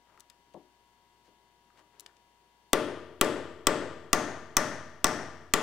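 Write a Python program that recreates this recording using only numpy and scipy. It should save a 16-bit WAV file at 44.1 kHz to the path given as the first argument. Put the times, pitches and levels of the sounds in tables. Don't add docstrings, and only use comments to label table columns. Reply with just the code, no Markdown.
import sys
import numpy as np
from scipy import signal
from scipy.fft import rfft, irfft
from scipy.io import wavfile
from scipy.ndimage import uniform_filter1d

SR = 44100
rng = np.random.default_rng(int(sys.argv[2]) if len(sys.argv) > 2 else 0)


def dump_mix(stems):
    frames = np.atleast_2d(stems).T
    limited = np.clip(frames, -1, 1)
    pcm = np.round(limited * 32767).astype(np.int16)
    wavfile.write(sys.argv[1], SR, pcm)


N = 247842

# frequency_hz, coherence
PORT_COHERENCE = [(100, 1), (1300, 1), (3100, 0.68), (6800, 0.5), (13000, 0)]
RIGHT_DB = -7


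def amp(db):
    return 10 ** (np.asarray(db) / 20)


def unit_rms(x):
    return x / np.sqrt(np.mean(x ** 2) + 1e-20)


def curve_at(points, hz):
    table_hz, value = np.transpose(points)
    return np.interp(np.log(hz + 1), np.log(table_hz), value)


def bell(hz, centre_hz, octaves):
    return np.exp(-.5 * (np.log2((hz + 1) / centre_hz) / octaves) ** 2)


def decay(t, t60_s):
    return np.exp(-np.log(1000) * t / t60_s)


def add(mix, start_s, sound):
    part = mix[:, max(round(start_s * SR), 0):][:, :sound.shape[-1]]
    part += sound[..., :part.shape[1]]


def noise(length, gain, coherence=PORT_COHERENCE):
    hz = np.fft.rfftfreq(length, 1 / SR)
    left, unrelated = rfft(rng.standard_normal((2, length)))
    alike = np.clip(curve_at(coherence, hz), -1, 1)
    right = alike * left + np.sqrt(1 - alike ** 2) * unrelated
    return unit_rms(irfft(np.array([left, right]) * gain(hz), length))


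def minimum_phase(gain_db, size=4096):
    cepstrum = irfft(np.log(amp(gain_db(np.fft.rfftfreq(size, 1 / SR)))))
    cepstrum[1:size // 2] *= 2
    cepstrum[size // 2 + 1:] = 0
    return irfft(np.exp(rfft(cepstrum)))[:size // 2]


def ring(modes, t):
    return sum((-1) ** k * amp(db) * np.sin(2 * np.pi * hz * t) * decay(t, t60_s)
               for k, (hz, db, t60_s) in enumerate(modes))


def hiss(level_db=-66.5):
    # frequency_hz, relative_db
    spectrum = [(25, -12.5), (60, -23.5), (100, -8.5), (200, -7), (290, -8.5), (380, -3.5), (480, -10.5),
                (800, -12), (1280, -14), (2400, -15.5), (3100, -15.5), (4400, -18), (8000, -22.5),
                (16000, -27.5)]
    # frequency_hz, coherence
    coherence = [(60, .85), (600, .87), (1400, -0.084), (3100, -0.14), (7000, -0.21)]
    return amp(level_db) * noise(N, lambda hz: amp(curve_at(spectrum, hz)), coherence)


def hum(mains_hz=59.98, mains_db=-78, buzz_db=-80, db_per_octave=-2.5, whine_hz=960, waver_rad=0.16):
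    harmonics = [12, 14, 16, 18, 28, 34, 46, 50, 54, 60, 74]
    t = np.arange(N) / SR
    knots_s = np.linspace(0, t[-1], num=N // 4096)
    lines_hz = mains_hz * np.array(harmonics)
    whine_db = 12 * bell(lines_hz, whine_hz, octaves=0.079)
    lines_db = buzz_db + db_per_octave * np.log2(lines_hz / whine_hz) + whine_db
    out = np.zeros(N)
    for hz, db in [(mains_hz, mains_db), *zip(lines_hz, lines_db)]:
        phase = np.interp(t, knots_s, waver_rad * rng.standard_normal(len(knots_s)))
        out += amp(db) * np.sqrt(2) * np.sin(2 * np.pi * hz * t + phase)
    return out


def reflections(size=512):
    # frequency_hz, relative_db
    spectrum = [(50, -15), (100, 0), (200, 3), (350, 11), (550, 5.5), (850, 2), (1250, 5), (1900, -1),
                (2500, -5.5), (3100, -7), (3950, -10), (5600, -8.5), (9000, -12), (15000, -25.5)]
    # centre_hz, width_octaves, boost_db
    steel_resonances = [(1830, 0.072, 4), (3373, 0.065, 3.5)]
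    # frequency_hz, t60_s
    reverb_times = [(100, 1.3), (300, 0.98), (800, 0.94), (1800, 0.96), (4000, 0.87), (7000, 0.74),
                    (11000, 0.55), (15000, 0.38)]

    def colour(hz):
        steel_db = sum(db * bell(hz, centre, octaves) for centre, octaves, db in steel_resonances)
        return amp(curve_at(spectrum, hz) + steel_db)

    hz, times, bands = signal.stft(noise(SR, colour), SR, nperseg=size)
    bands = bands * decay(times, curve_at(reverb_times, hz)[:, None])
    return signal.istft(bands, SR, nperseg=size)[1][:, :SR]


def room_response(walls, diffuse_db=-30, early_db=3, early_s=0.061, build_s=0.0024, standing_db=-1.0):
    # pitch_hz, level_db, t60_s
    room_modes = [(83.8, -54.5, 4.1), (93.95, -61, 2.5), (140.1, -49, 1.4), (167.9, -47.5, 1.2),
                  (240.8, -40.5, 0.85), (266, -36.5, 0.7), (296.3, -36, 0.72), (299, -44, 0.25),
                  (313, -35, 0.62), (330.8, -42, 1.2), (357.6, -34, 0.97), (384, -39.5, 0.93),
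                  (415, -38.5, 1), (450, -36.5, 0.92), (456, -34, 0.55), (553, -44.5, 0.35),
                  (571, -37.5, 0.7), (611.4, -35.5, 0.4), (618, -35, 0.76), (652, -44.5, 1.2),
                  (715, -45, 0.83), (743, -43, 0.39), (889, -44, 0.81), (869.7, -38, 0.55),
                  (1058, -40, 0.56), (1196, -44.5, .85), (1185, -46.5, 1.4), (1544, -45, 0.39),
                  (1750, -38.5, 0.3), (2008, -46, 0.78)]
    t = np.arange(SR) / SR
    fresh_share = .12
    tail = np.sqrt(1 - fresh_share) * walls + np.sqrt(fresh_share) * reflections()
    diffuse = tail * amp(diffuse_db + early_db * np.exp(-t / early_s))
    build_up = 1 - np.exp(-(t / build_s) ** 2)
    return (diffuse + amp(standing_db) * ring(room_modes, t)) * build_up


def tick(centre_hz, octaves, t60_s):
    t = np.arange(SR // 4) / SR
    return noise(len(t), lambda hz: bell(hz, centre_hz, octaves)) * decay(t, t60_s)


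def rub(length_s, centre_hz, octaves, grain_db=3):
    t = np.arange(SR // 4) / SR
    swell = np.sin(np.pi * np.minimum(t / length_s, 1))
    grain = unit_rms(uniform_filter1d(rng.standard_normal(len(t)), size=120))
    return noise(len(t), lambda hz: bell(hz, centre_hz, octaves)) * swell * amp(grain_db * grain)


def handling(room, wet_db=-14, thump_wet_db=-22, tail_s=0.066, right_trim_db=-2.5):
    # start_s, level_db, centre_hz
    steel_ticks = [(.198, -47.5, 7000), (.2051, -40.5, 6250), (.2997, -43, 5430), (.3025, -47.5, 2970),
                   (.538, -54, 3700), (1.997, -35.5, 7040), (2.0058, -39, 8500), (2.0624, -37, 3350),
                   (2.168, -54.5, 3400)]
    # start_s, level_db
    key_taps = [(0.1762, -49), (1.703, -53), (2.062, -39.5), (2.096, -55.5)]
    # start_s, level_db
    bench_thumps = [(.5435, -42.5), (1.281, -61), (2.064, -77)]
    # centre_hz, width_octaves, relative_db, t60_s
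    thump_bands = [(268, 0.76, 2, 0.18), (717, .33, -1.5, 0.19)]
    # start_s, length_s, level_db, centre_hz, width_octaves
    rubs = [(0.032, 0.18, -67, 960, 0.92), (1.235, 0.063, -67.5, 2500, 1.2), (1.749, 0.072, -60, 690, 1.8),
            (1.904, 0.15, -64.5, 600, 1.6)]
    touches, thumps = np.zeros((2, N)), np.zeros((2, N))
    for start_s, db, hz in steel_ticks:
        add(touches, start_s, amp(db) * tick(hz, octaves=0.85, t60_s=0.016))
    for start_s, db in key_taps:
        add(touches, start_s, amp(db) * tick(centre_hz=1390, octaves=0.26, t60_s=0.018))
    for start_s, db in bench_thumps:
        for hz, octaves, band_db, t60_s in thump_bands:
            add(thumps, start_s, amp(db + band_db) * tick(hz, octaves, t60_s))
    for start_s, length_s, db, hz, octaves in rubs:
        add(touches, start_s, amp(db) * rub(length_s, hz, octaves))
    short_room = room * np.exp(-np.arange(SR) / SR / tail_s)
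    into_room = amp(wet_db) * touches + amp(thump_wet_db) * thumps
    echo = signal.fftconvolve(into_room, short_room, axes=1)[:, :N]
    return (touches + thumps + echo) * amp([[0], [right_trim_db]])


def crack(peak_db=-2, swell_s=0.0007, scatter_db=-24, scatter_s=0.0078):
    # frequency_hz, relative_db
    spectrum = [(200, -4.5), (1000, 4), (3000, 4), (4100, 3), (6000, 10.5), (8200, -2.5), (10000, -1),
                (13500, -5), (15000, 2.5), (16000, -8)]
    t = np.arange(SR) / SR
    impact = amp(peak_db) * t / swell_s * np.exp(1 - t / swell_s)
    scatter = amp(scatter_db) * np.exp(-t / scatter_s)
    burst = noise(SR, lambda hz: amp(curve_at(spectrum, hz)), coherence=[(1000, 0.73), (12000, 0.91)])
    return (impact + scatter) * burst


def contact_db(hz, force_db, looseness, wood_hz, clack_db, ping_hz, overtone_db):
    # centre_hz, width_octaves, tight_db, loose_db
    seating_bands = [(399, .4, 2, -9), (1800, 0.19, -0.5, 3), (9000, 0.71, -6, -0.5)]
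    seating = sum((tight_db + looseness * (loose_db - tight_db)) * bell(hz, centre, octaves)
                  for centre, octaves, tight_db, loose_db in seating_bands)
    key_note = 4.5 * bell(hz, wood_hz, octaves=.14)
    key_clack = clack_db * bell(hz, centre_hz=3100, octaves=0.27)
    steel_ping = 7 * bell(hz, ping_hz, octaves=0.096)
    overtone = overtone_db * bell(hz, 1.38 * ping_hz, octaves=0.096)
    return force_db + seating + key_note + key_clack + steel_ping + overtone


def blow(room, stroke, direct_depth=0.93, room_db=1.0):
    # pitch_hz, level_db, t60_s
    bench_modes = [(269, -14.5, 0.047), (357, -15.5, .03), (461, -24, 0.095), (642, -23.5, 0.038),
                   (797, -17, 0.024), (1161.5, -11.5, 0.042), (1362, -19, 0.051), (1700, -20.5, 0.012),
                   (1968, -21, 0.058), (2405, -12, 0.015), (3170, -19.5, 0.026), (3520, -11, 0.018),
                   (5840, -6, 0.0063), (8360, -5.5, 0.0073)]
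    # frequency_hz, relative_db
    right_port = [(60, -10.5), (300, -9), (2000, -8), (4000, -12.5), (6500, -11), (8200, 0), (11000, -16),
                  (15000, -2.5)]
    left, right = crack() + ring(bench_modes, np.arange(SR) / SR)
    port_filter = minimum_phase(lambda hz: curve_at(right_port, hz) - RIGHT_DB)
    right = signal.fftconvolve(right, port_filter)[:SR]
    direct_filter = minimum_phase(lambda hz: direct_depth * contact_db(hz, *stroke))
    room_filter = minimum_phase(lambda hz: contact_db(hz, *stroke))
    direct = signal.fftconvolve(np.array([left, right]), direct_filter[None], axes=1)
    return direct + amp(room_db) * signal.fftconvolve(room, room_filter[None], axes=1)


def hammering(walls):
    # start_s, force_db, looseness (0-1), wood_hz, clack_db, ping_hz, overtone_db
    blows = [(2.7314, 1, 0, 569, 3, 9250, 5), (3.2120, 2, 0.05, 558, 2.5, 7820, 8),
             (3.6695, 2.5, 0.24, 548, 1, 7900, -6.5), (4.1305, 3, 0.62, 720, -1.5, 6420, 1),
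             (4.568, 2.5, 0.98, 578, -2, 5930, 0.5), (5.0434, 2.5, 0.76, 735, -2, 5730, 2.5),
             (5.5371, 1.5, 0.65, 427, 4, 7180, 2.5)]
    # start_s, level_db
    chatter = [(3.2464, -16), (4.1488, -17.5), (4.582, -21.5), (5.069, -16.5), (5.56, -21)]
    out = np.zeros((2, N))
    for start_s, *stroke in blows:
        add(out, start_s, blow(room_response(walls), stroke))
    for start_s, db in chatter:
        add(out, start_s, amp(db) * tick(centre_hz=6000, octaves=0.6, t60_s=0.0018))
    return out


def scene():
    walls = reflections()
    mix = hammering(walls) + handling(room_response(walls)) + hum() + hiss()
    return mix * amp([[0], [RIGHT_DB]])


def record(dry, ceiling=0.33, sag=0.00083, sag_s=0.059, duck_db=3, attack_s=0.0016, release_s=0.081):
    clipped = dry / (1 + (dry / ceiling) ** 6) ** (1 / 6)
    overload = np.tanh(abs(dry - clipped) / ceiling).mean(0)
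    held = signal.lfilter([1 / (attack_s * SR)], [1, -np.exp(-1 / (release_s * SR))], overload)
    ducked = clipped * amp(-duck_db * np.tanh(held))
    bias = signal.lfilter([sag], [1, -np.exp(-1 / (sag_s * SR))], overload)
    dc_block = signal.butter(1, 1.0, "high", fs=SR)
    centred = signal.lfilter(*dc_block, ducked - bias)
    treble_dip = minimum_phase(lambda hz: -2 * bell(hz, centre_hz=15400, octaves=0.7))
    dulled = signal.oaconvolve(centred, treble_dip[None])[:, :N]
    band_limit = signal.firwin(161, cutoff=16000, window=("kaiser", 9), fs=SR)
    return signal.oaconvolve(dulled, band_limit[None], "same")


dry = scene()
out = record(dry)
dump_mix(out)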